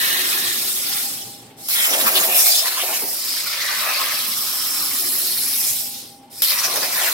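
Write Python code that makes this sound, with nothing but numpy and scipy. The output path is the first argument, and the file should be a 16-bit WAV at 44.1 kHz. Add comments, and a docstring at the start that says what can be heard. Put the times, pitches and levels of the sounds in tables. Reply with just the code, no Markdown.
"""Plasma torch, walking the table

Place: a workshop with a plasma torch working through steel sheet; a stereo microphone pair walks round the table.
Twice the arc goes out and the air bleeds away; the valve reopens, the arc cracks alight and pierces the sheet.
Bands of unsteady noise make the hissing jet, the rushing, roaring slot and the churning water bed.
Rung impulses make the cracks and random clicks the sparks; fan air and wavering sine tones lie underneath."""
import sys
import numpy as np
from scipy import signal
from scipy.io import wavfile

SR = 44100
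rng = np.random.default_rng(int(sys.argv[2]) if len(sys.argv) > 2 else 0)


def persist_wave(psi):
    """Save psi, clipped to +-1, as 16-bit WAV."""
    counts = np.round(np.clip(psi, -1, 1) * 32767).astype(np.int16)
    wavfile.write(sys.argv[1], SR, np.atleast_2d(counts).T)


N = 314414
TIME = np.arange(N) / SR

# Slow course of each cut, before the trim of each layer:
# t/s, sizzle at the tip level/dB, jet hiss level/dB, rush in the slot level/dB, roar under the sheet level/dB
CUTS = [
    [(0, -25, -28.5, -28.5, -28.5), (.4, -26.5, -28.5, -29, -32), (.75, -28, -29.5, -32, -40.5),
     (.93, -27, -30, -28.5, -35.5), (1.0, -27, -28.5, -33.5, -39.5)],
    [(1.7, -22, -28.5, -30, -35.5), (1.82, -23.5, -25, -31.5, -28), (2.3, -23, -28.5, -29, -31),
     (2.38, -17, -21, -39, -31), (2.52, -23, -21, -22.5, -38), (2.72, -27.5, -33.5, -30, -31),
     (2.97, -27, -27, -33.5, -35), (3.06, -27.5, -31.5, -39.5, -45.5), (3.3, -31.5, -30.5, -32, -39),
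     (3.62, -33.5, -36, -28.5, -31.5), (3.8, -29.5, -36, -28, -28.5), (4.0, -29.5, -36, -28, -26),
     (4.1, -29, -34.5, -27.5, -29), (4.4, -27.5, -30, -31, -41), (5.05, -26, -29, -33.5, -39.5),
     (5.25, -26, -29, -31, -41.5), (5.69, -24.5, -29, -31.5, -44)],
    [(6.435, -26, -26.5, -26, -35), (6.48, -22.5, -32, -25, -37.5), (6.55, -26.5, -30, -27.5, -31.5),
     (6.7, -28.5, -31.5, -29.5, -33), (6.9, -29, -29.5, -30.5, -32.5), (7.07, -25, -26, -28.5, -26.5),
     (7.13, -26, -34, -30, -32)],
]
# Fall of sizzle, hiss, rush and roar (one row each) as the air bleeds away after a cut:
# level lost after one second/dB, power of time by which the fall steepens
BLEED = [(100, 1.48), (86, 1.62), (92, 1.78), (80.4, 1.06)]
# What a full surge adds to sizzle, hiss, rush and roar: level/dB
SURGE_GAINS = [4.6, 4.4, 7.7, 10.6]


def arc_gains():
    """Sizzle, hiss, rush and roar: the first cut already burns, the later two start at their strikes; each falls away."""
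    begins = [0] + [row[1] for row in STARTS]
    gains = 0
    for cut, begin in zip(CUTS, begins):
        since_end = np.maximum(TIME - cut[-1][0], 0)
        bleed_db = np.array([lost_db * since_end ** bend for lost_db, bend in BLEED])
        gains = gains + from_db(np.array(in_time(cut)) - bleed_db) * (TIME >= begin)
    return gains * from_db(np.outer(SURGE_GAINS, digging()))


# While it pierces, the jet digs into the metal in quick surges: t/s, strength (1 = a full surge)
SURGES = [(1.94, 0.23), (2.009, 0.5), (2.075, 0.63), (2.167, 0.39), (2.24, 0.59), (2.405, 0.28),
          (2.47, 0.5), (2.59, 0.23), (2.669, 0.45), (2.778, 0.25), (6.52, 0.65), (6.58, 0.58), (6.65, 0.46),
          (6.765, 0.74), (6.835, 0.68)]
SURGE_S = 0.028   # a surge swells for this long and fades as fast


def digging():
    """How hard the jet digs into the metal, 1 in a full surge."""
    return sum(strength * swell(TIME - s, SURGE_S) for s, strength in SURGES)


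# Sizzle spectrum at the torch tip: f/Hz, level/dB per Hz (relative)
SIZZLE = [(9000, -46), (10500, 2), (12000, 1), (13200, 4), (14500, 0), (16000, -2)]


def tip_sizzle(sizzle, air):
    """Fine turbulence at the tip, driven by the arc and by the air before it lights."""
    gain = sizzle * from_db(2.5) + air * from_db(-4.0)
    return gain * turbulence(SIZZLE, TORCH_LIKENESS, surge_db=-1.2, eddy_db=1.0, eddy_hz=45, count=6)


# Hiss spectrum of the jet: f/Hz, level/dB per Hz (relative)
HISS = [(3000, -16), (5500, -6), (6800, -1.5), (8300, 1), (9400, 1), (10500, -6.5), (12000, -5),
        (14000, -35)]


def jet_hiss(hiss, air):
    """The free jet hisses with slow eddies."""
    gain = hiss * from_db(1.5) + air * from_db(-4.5)
    return gain * turbulence(HISS, TORCH_LIKENESS, surge_db=1.0, eddy_db=1.9, eddy_hz=11.7, count=13)


# Rush spectrum in the slot: f/Hz, level/dB per Hz (relative)
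RUSH = [(1500, -38), (2400, -7), (3200, 1), (4200, 4.5), (5300, 1), (6300, -0.5), (7500, -24), (9000, 5)]


def slot_rush(rush, air):
    """Gas rushes through the slot, fluttering quickly from band to band."""
    gain = rush * from_db(2.0) + air * from_db(-11.5)
    return gain * turbulence(RUSH, TORCH_LIKENESS, surge_db=0.5, eddy_db=3.0, eddy_hz=29.8, count=13)


# Roar spectrum under the sheet: f/Hz, level/dB per Hz (relative)
ROAR = [(500, -4.5), (800, -10), (1100, 2.5), (1450, -0.5), (1850, 2.5), (2400, 2.5), (3000, -5.5),
        (4200, -13)]


def under_roar(roar, air):
    """The blast roars under the sheet in coarser, deeper turbulence."""
    gain = roar * from_db(0.5) + air * from_db(-19.5)
    return gain * turbulence(ROAR, TORCH_LIKENESS, surge_db=0.75, eddy_db=3.5, eddy_hz=30.0, count=14)


# Resonances of the nozzle: the low one against the hiss, the high one against the sizzle (dB)
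NOZZLE_LOW_DB, NOZZLE_HIGH_DB = -6.5, -7.5


def nozzle(hiss, sizzle, air, flutter_db):
    """Two broad resonances of the torch sing unsteadily in the jet while it blows."""
    low = (hiss + air) * from_db(NOZZLE_LOW_DB) * resonant_noise(5280, 560)
    high = (sizzle + air) * from_db(NOZZLE_HIGH_DB) * resonant_noise(10940, 990)
    return low * waver(flutter_db * drift(32)) + high * waver(flutter_db * drift(30))


# Swells of ringing noise, each around one pitch: short bursts of the jet, and long faint resonances
# lasting up to two seconds; levels before the trim in scene():
# peak t/s, swell and equal fade/s, centre f/Hz, width/Hz, level/dB, glide/Hz per s
RINGING_SWELLS = [(0.09, 0.33, 1830, 278, -28.5, 1), (0.44, 0.19, 1810, 260, -32, -2),
                  (0.1, 0.85, 3880, 600, -30.5, 0), (0.06, 0.49, 3040, 600, -33, 2),
                  (0.401, 1, 365, 68.6, -45, 2), (0.94, 0.14, 1810, 896, -39.5, 0),
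                  (1.12, 0.17, 1760, 1300, -46, 0), (1.789, 0.067, 3500, 800, -25.5, 0),
                  (1.849, 0.029, 2950, 1200, -26, 0), (1.814, 0.11, 2030, 400, -27, 0),
                  (1.909, 0.02, 5800, 900, -23, -6), (1.935, 0.031, 3200, 800, -24.5, -15000),
                  (2.058, 0.043, 244, 69.4, -33.5, 0), (2.073, 0.041, 1260, 600, -22.5, 0),
                  (2.168, 0.038, 3580, 2200, -17.5, -15000), (2.209, .03, 6760, 1000, -27, -15000),
                  (2.35, 0.1, 2570, 500, -25.5, 0), (2.47, 0.094, 2290, 350, -28.5, 0),
                  (2.37, 0.039, 13000, 1600, -19, 0), (2.37, 0.11, 3700, 600, -30, 0),
                  (2.484, 0.05, 13500, 2400, -17, 0), (2.408, 0.048, 5740, 1200, -20.5, 0),
                  (2.45, 0.32, 680, 162, -35, 4), (2.518, 0.029, 4800, 600, -21, 0),
                  (2.59, 0.044, 5100, 600, -21, 0), (2.662, 0.045, 1075, 150, -30, 0),
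                  (2.78, 0.035, 1080, 200, -31.5, 0), (2.845, .03, 585, 220, -34, 0),
                  (2.93, 0.048, 1070, 120, -38, 0), (2.812, 0.03, 3000, 1200, -26, 0),
                  (2.945, 0.035, 2670, 900, -31.5, 0), (3.037, 0.03, 447, 340, -33, 0),
                  (3.3, 0.4, 303, 120, -52, 4), (3.05, 0.064, 3200, 3000, -42, 0),
                  (3.35, 0.42, 5000, 796, -31, 3), (3.69, 0.22, 1880, 400, -32.5, 3),
                  (3.859, 0.16, 1160, 350, -32.5, -4), (3.9, 0.15, 2500, 300, -33, 0),
                  (3.9, 0.096, 710, 200, -36, 0), (4.005, .04, 1120, 201, -28, -3000),
                  (4.6, 0.63, 1250, 496, -40.5, 1), (4.7, .5, 5370, 554, -31.5, 1),
                  (4.75, .7, 7850, 550, -42, 1), (4.32, 0.19, 238, 30, -48, -1),
                  (5.0, 0.74, 289, 50, -49.5, -0.5), (5.1, 0.57, 370, 25, -50, -8),
                  (5.69, 0.068, 7700, 4000, -25, 0), (5.981, 0.2, 4260, 2410, -41.5, 0),
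                  (5.35, 0.82, 11100, 800, -28.5, 1.5), (5.55, 0.37, 2320, 450, -43.5, 2),
                  (6.44, 0.025, 11500, 897, -16, 0), (6.64, 0.2, 1110, 190, -36, -3),
                  (6.651, 0.037, 5770, 1700, -21.5, -25000), (6.764, 0.043, 694, 503, -28, 0),
                  (7.04, 0.1, 3000, 500, -29.5, -12000), (7.075, 0.068, 1790, 350, -29, -16000),
                  (7.0, 0.08, 1320, 300, -36.5, -6000), (7.07, 0.13, 734, 348, -35, -2500)]


def ringing_swells():
    """Noise ringing around one pitch swells and fades, as short bursts or long faint resonances; some dive in pitch."""
    out = np.zeros((2, N))
    for s, length, hz, width_hz, level_db, glide in RINGING_SWELLS:
        at = np.flatnonzero(abs(TIME - s) < length)
        offset = TIME[at] - s
        ringing = signal.hilbert(resonant_noise(hz, width_hz, size=len(at)))
        gliding = np.real(ringing * np.exp(1j * np.pi * glide * offset ** 2))
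        out[:, at] += from_db(level_db) * swell(offset, length) * gliding
    return out


# Air valve opens and arc strikes:
# valve t/s, strike t/s, air flow halfway through the build-up level/dB, crack level/dB
STARTS = [(1.566, 1.686, -36, -17.5), (6.298, 6.4202, -36.5, -8.5)]
VALVE_OPENING_S = .03   # the air valve takes this long to open fully


def air_flow():
    """Pressure builds in the torch from the valve's opening to the strike."""
    flow = np.zeros(N)
    for valve, strike, flow_db, _ in STARTS:
        build = np.clip((TIME - valve) / (strike - valve), 0, 1)
        opening = np.sqrt(np.clip((TIME - valve) / VALVE_OPENING_S, 0, 1))
        flow += from_db(flow_db - 15.0 * (.5 - build)) * opening * (TIME < strike)
    return flow


# The arc sputters while it catches, and when molten metal splashes into it: t/s, level/dB
SPUTTERS = [(1.6997, -22), (2.3575, -18), (2.3625, -18), (2.3738, -18), (2.4038, -16), (2.4658, -16),
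            (2.4795, -18), (6.4252, -16), (6.429, -21), (6.4325, -20), (6.4383, -17), (6.446, -19)]
# What a crack rings with: f/Hz, width/Hz, level/dB
CRACK_RING = [(11400, 1100, 1.5), (13200, 1500, 0), (15500, 1800, -5), (5300, 900, -8), (4000, 6400, -8)]
CRACK_S = .0007   # rise time of the crack


def strikes():
    """The arc lights with a sharp crack that rings in the nozzle; each sputter is a smaller crack."""
    burst = np.zeros(N)
    for s, crack_db in [(row[1], row[3]) for row in STARTS] + SPUTTERS:
        age = np.maximum(TIME - s, 0) / CRACK_S
        burst += from_db(crack_db) * age * np.exp(1 - age)
    ring = sum(from_db(level_db) * resonant_noise(hz, width_hz) for hz, width_hz, level_db in CRACK_RING)
    return burst * ring


# Sparks against the sizzle when it stands at the knee; in dB they grow twice as fast as it
SPIT_DB, SPIT_KNEE_DB = -11, -12


def spatter(sizzle, rush, roar):
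    """Sparks spit with the rush and roar, and ever more as the sizzle swells."""
    spitting = sizzle ** 2 * from_db(SPIT_DB - SPIT_KNEE_DB)
    gain = rush * from_db(-10.5) + roar * from_db(-11.5) + spitting
    return gain * sparks(per_s=260, spread_db=0.5)


def sparks(per_s, spread_db):
    """Droplets of steel burst at random, each a tiny tick of its own size in one of four bands; rms 1."""
    out = 0
    edges = np.geomspace(1200, 16000, 5)
    for low, high in zip(edges, edges[1:]):
        at = np.flatnonzero(rng.random(N) < per_s / SR)   # per_s ticks in each band
        size = from_db(spread_db * np.minimum(rng.exponential(1, len(at)), 3))
        clicks = np.zeros((2, N))
        clicks[:, at] = size * rng.uniform(-0.94, 1, (2, len(at)))
        out = out + band(clicks + 1e-18, low, high)
    return rms_one(out)


# Walking with the pair: t/s, position along the path/m, lag of the left ear/ms, torch in plain view (0-1)
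WALK = [(0, 0.033, 0.33, 0.33), (1.0, 0.17, 0.34, 0), (1.7, 0.45, 0.19, 0.3), (2.05, 0.63, 0.19, 0.28),
        (2.5, 0.66, 0.15, 0.02), (2.9, 0.83, 0.065, 0.33), (3.35, 0.97, -0.0098, 0.2),
        (4.0, 1.21, -0.02, 0.2), (5.0, 1.26, -0.004, 0.21), (5.8, 1.32, -0.0067, 0.27),
        (6.43, 1.28, 0.012, 0.3), (7.13, 1.317, 0.032, 0)]
# Close echoes off edges beside the microphone, a list for the left and one for the right ear;
# they sweep the hiss as the listener turns:
# detour when facing the torch/ms, added detour/ms per ms of ear lag, signed strength
EDGE_ECHOES = [
    [(0.323, .67, -0.18)],
    [(.29, -0.424, -0.49), (.665, -1.34, -0.24)],
]
VIEW_DB = -6   # change of the echoes when the torch is in full view


def heard_on_the_walk(x, scatter_db, longest_s, count):
    """In plain view the torch nears one point; echoes off sheet and machine comb it, detours shifting with the walk."""
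    metres, lag_ms, view = in_time(WALK)
    view = np.clip(view, 0, 1)
    mid, side = (x[0] + x[1]) / 2, (x[0] - x[1]) / 2
    narrowed_side = side * np.sqrt(1 - view) * [[1], [-1]]
    x = mid * np.sqrt(1 + view * np.var(side) / np.var(mid)) + narrowed_side
    echoes = from_db(scatter_db + VIEW_DB * view)
    high_pass = signal.butter(2, 850, "high", fs=SR, output="sos")
    ears = []
    for ear, lag, edges in zip(x, (lag_ms / 1000, 0), EDGE_ECHOES):
        near, = delayed(ear, [lag])
        # walking to or from a reflector changes its detour at the speed of sound, 343 m/s
        detours = [rng.uniform(.002, longest_s) + rng.uniform(-1, 1) * metres / 343 for _ in range(count)]
        copies = delayed(near, np.abs(detours))
        scattered = sum(rng.choice([-1, 1]) * copy for copy in copies) / np.sqrt(count)
        glances = delayed(mid, [lag + (detour_ms + shift * lag_ms) / 1000 for detour_ms, shift, _ in edges])
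        glancing = np.sqrt(view) * sum(row[2] * copy for row, copy in zip(edges, glances))
        # long waves bend round the small panels instead of bouncing off them
        bounced = signal.sosfilt(high_pass, echoes * scattered + glancing)
        ears.append((near + bounced) / np.hypot(1, echoes))
    return np.array(ears)


# The blast breaks through into the water bed: start t/s, length/s, level/dB before the water trim
BLASTS = [(1.87, 0.27, -24), (2.141, 0.12, -22), (2.378, 0.33, -36), (2.821, 0.071, -28.5),
          (3.009, 0.012, -29), (6.647, 0.18, -30), (6.913, .2, -35)]
BLAST_ATTACK_S, BLAST_RELEASE_S = 0.012, 0.1
WATER_REST_DB = -50   # lapping at rest, before the water trim
WATER_STIR_DB, WATER_HISS_DB = -10.5, -17.5   # stirring against the roar, and by the plain jet against its hiss


def churn(hiss, roar):
    """The water laps, is stirred by the jet, and boils up under each blast with a quick attack, a hold and a release."""
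    stirred = (roar * from_db(WATER_STIR_DB)) ** 2 + (hiss * from_db(WATER_HISS_DB)) ** 2
    power = from_db(WATER_REST_DB) ** 2 + stirred
    for start, length, level_db in BLASTS:
        attack = np.clip((TIME - start) / BLAST_ATTACK_S, 0, 1)
        release = np.exp(-np.maximum(TIME - start - length, 0) / BLAST_RELEASE_S)
        power = power + (from_db(level_db) * attack * release) ** 2
    return np.sqrt(power)


# Spectrum of the water bed: f/Hz, level/dB per Hz (relative)
WATER = [(130, -17), (200, -8), (260, -6.5), (370, 0.5), (450, -0.5), (630, 7), (760, 6.5), (950, 3),
         (1400, -8)]


def water_bed(hiss, roar):
    """Low churning noise of the water, ringing in the low modes of the room."""
    noise = turbulence(WATER, LOW_LIKENESS, surge_db=1.7, eddy_db=3.0, eddy_hz=15.0, count=12)
    return room_boom(churn(hiss, roar) * from_db(-7.0) * noise)


# Low resonances of the workshop room, which the churning water excites: f/Hz, width/Hz, boost level/dB
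ROOM_MODES = [(243, 15, 8), (295, 9.1, 9), (374, 4, 13.5), (481.5, 10, 5), (523, 15.5, 7), (643, 25, 6.5),
              (740, 13, 5.5)]


def room_boom(x):
    """The churning rings in the low resonances of the workshop room."""
    boosted = x
    for hz, width_hz, boost_db in ROOM_MODES:
        ringing = signal.lfilter(*signal.iirpeak(hz, hz / width_hz, fs=SR), x)
        boosted = boosted + (from_db(boost_db) - 1) * ringing
    return boosted


# Shop background: t/s, fan air level/dB before its trim, gain of the tones level/dB
SHOP_LEVEL = [(0, -49, 3.5), (1.45, -52, 3), (1.9, -57.5, -1.5), (2.7, -70, -13), (3.04, -55, -6),
              (3.3, -61, -7.5), (4.2, -56.5, 0), (5.6, -52, 2), (6.2, -57, 2.5), (6.83, -53, -8),
              (6.95, -57, -5)]
# Spectrum of the fan air: f/Hz, level/dB per Hz (relative)
SHOP = [(25, -22), (60, -12), (110, -7), (170, -1.5), (240, -3.5), (320, -1), (450, -7.5), (800, -13),
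        (1000, -17), (1700, -16.5), (3200, -15), (5500, -27), (10000, -43), (15000, -34)]
# Fan and motor tones: f/Hz, level/dB before the gain above, unsteadiness/dB
HUM = [(118, -58, 5), (240.7, -56, 4), (266, -58.5, 4.5), (780, -64, 2), (804, -53, 4.5), (873, -67, 7),
       (2080, -69.5, 1.5), (3140, -69, 1.5)]


def shop():
    """Air noise of the fans with their tones, which waver in level and slightly in pitch."""
    level_db, tones_db = in_time(SHOP_LEVEL)
    noise = turbulence(SHOP, LOW_LIKENESS, surge_db=2.0, eddy_db=1.0, eddy_hz=24, count=22)
    air = from_db(level_db + 5.5) * noise
    tones = 0
    for hz, tone_db, unsteady_db in HUM:
        pitch = hz * waver(.007 * unsteady_db * drift(6))
        phase = 2 * np.pi * np.cumsum(pitch) / SR
        wobble = waver(unsteady_db * drift(10.5))
        ear_phase = rng.normal(0, 0.079, (2, 1))
        tones = tones + from_db(tone_db) * wobble * np.sin(phase + ear_phase)
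    return air + tones * from_db(tones_db)


# Left-right likeness at the pair, of the low sounds and of the torch: f/Hz, likeness (1 = same in both ears)
LOW_LIKENESS = [(60, .96), (250, .93), (500, .72), (1000, .4), (3000, .1)]
TORCH_LIKENESS = [(500, 0.99), (2000, 0.49), (5000, 0.18), (15000, 0.14)]


def resonant_noise(hz, width_hz, size=N):
    """Stereo turbulence ringing in one broad resonance; rms 1."""
    mid, side = band(rng.standard_normal((2, size)), hz - width_hz / 2, hz + width_hz / 2)
    return rms_one(stereo(mid, side, at_hz(TORCH_LIKENESS, hz)))


def turbulence(spectrum, likeness, surge_db, eddy_db, eddy_hz, count):
    """Stereo noise in bands that surge together and flutter each on its own; rms 1."""
    edges = np.geomspace(spectrum[0][0], spectrum[-1][0], count + 1)
    white = rng.standard_normal((2, 2, N))
    out = 0
    for k, (low, high) in enumerate(zip(edges, edges[1:])):
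        mid, side = band(white[k % 2], low, high)   # neighbouring bands use unrelated noise
        hz = np.sqrt(low * high)
        gain = from_db(at_hz(spectrum, hz)) * waver(eddy_db * drift(eddy_hz))
        out = out + gain * stereo(mid, side, at_hz(likeness, hz))
    return rms_one(out * waver(surge_db * drift(34)))


def stereo(mid, side, alike):
    """Two ears with a given likeness from two unrelated noises."""
    alike = np.clip(alike, -1, 1)
    return np.sqrt(1 + alike) * mid + np.sqrt(1 - alike) * side * [[1], [-1]]


def delayed(x, delays):
    """Copies of x, each late by its own delay in seconds, fixed or moving."""
    fine = signal.resample_poly(x, 4, 1)   # quarter-sample steps
    return [fine.take(np.rint((TIME - delay) * 4 * SR).astype(int), mode="clip") for delay in delays]


def band(x, low_hz, high_hz):
    """Butterworth band-pass with its edges kept in range."""
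    edges = [max(low_hz, 10), min(high_hz, .45 * SR)]
    return signal.sosfilt(signal.butter(2, edges, "band", fs=SR, output="sos"), x)


def swell(offset_s, length_s):
    """A smooth rise to 1 at offset zero and an equal fall."""
    return np.cos(np.pi / 2 * np.clip(offset_s / length_s, -1, 1)) ** 2


def drift(rate):
    """Smooth chance of spread 1 moving below about rate Hz, one value every 40 samples."""
    r = np.exp(-80 * np.pi * rate / SR)
    noise = rng.standard_normal(N // 40 + 2002)
    return rms_one(signal.lfilter([1], [1, -2 * r, r * r], noise)[2000:])   # settled part only


def waver(db):
    """A slow series of decibels as a gain of unit power at every sample."""
    return np.interp(np.arange(N), np.linspace(0, N, len(db)), rms_one(from_db(db)))


def in_time(rows):
    """Each column of a curve, at every sample."""
    s, *columns = np.transpose(rows)
    return [np.interp(TIME, s, c) for c in columns]


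def at_hz(points, hz):
    """Read a spectrum on a log-frequency axis."""
    table = np.array(points)
    return np.interp(np.log(hz), np.log(table[:, 0]), table[:, 1])


def from_db(db):
    """Decibels to gain."""
    return 10 ** (np.asarray(db) / 20)


def rms_one(x):
    """Scale to unit power."""
    return x / np.sqrt(np.mean(x ** 2) + 1e-20)


RASP_DB, RASP_HZ = 2.5, 260   # depth in a full surge, and rate, of the jet's quick tearing


def scene():
    """The torch and its table over the hum of the shop."""
    sizzle, hiss, rush, roar = arc_gains()
    air = air_flow()
    # tip and jet lean 1 dB to the right
    torch = (tip_sizzle(sizzle, air) + jet_hiss(hiss, air)) * from_db([[-.5], [.5]])
    torch = torch + slot_rush(rush, air) + under_roar(roar, air)
    torch = torch + nozzle(hiss, sizzle, air * from_db(-3.0), flutter_db=2.5) + from_db(1.5) * ringing_swells()
    # the arc wanders in the slot and shakes the whole jet, which tears while it digs
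    tearing = waver(RASP_DB * drift(RASP_HZ)) ** np.sqrt(np.abs(digging()))
    shaken = torch * tearing * waver(0.8 * drift(89))
    walked = heard_on_the_walk(shaken, scatter_db=-1.5, longest_s=.011, count=9)
    return walked + spatter(sizzle, rush, roar) + strikes() + water_bed(hiss, roar) + shop()


# The left microphone port rings a little; everything above the cutoff is removed
PORT_HZ, PORT_WIDTH_HZ, PORT_DB = 4340, 1600, 1.3
CUTOFF_HZ = 15800


def record(dry):
    """The left port colours the sound, mainly the highest peaks are rounded, and the top is cut."""
    port = signal.lfilter(*signal.iirpeak(PORT_HZ, PORT_HZ / PORT_WIDTH_HZ, fs=SR), dry[0])
    heard = np.array([dry[0] + (from_db(PORT_DB) - 1) * port, dry[1]])
    rounded = heard / (1 + (heard / .8) ** 4) ** .25
    low_pass = signal.ellip(12, .1, 80, CUTOFF_HZ, fs=SR, output="sos")
    return signal.sosfilt(low_pass, rounded)


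dry = scene()
out = record(dry)
persist_wave(out)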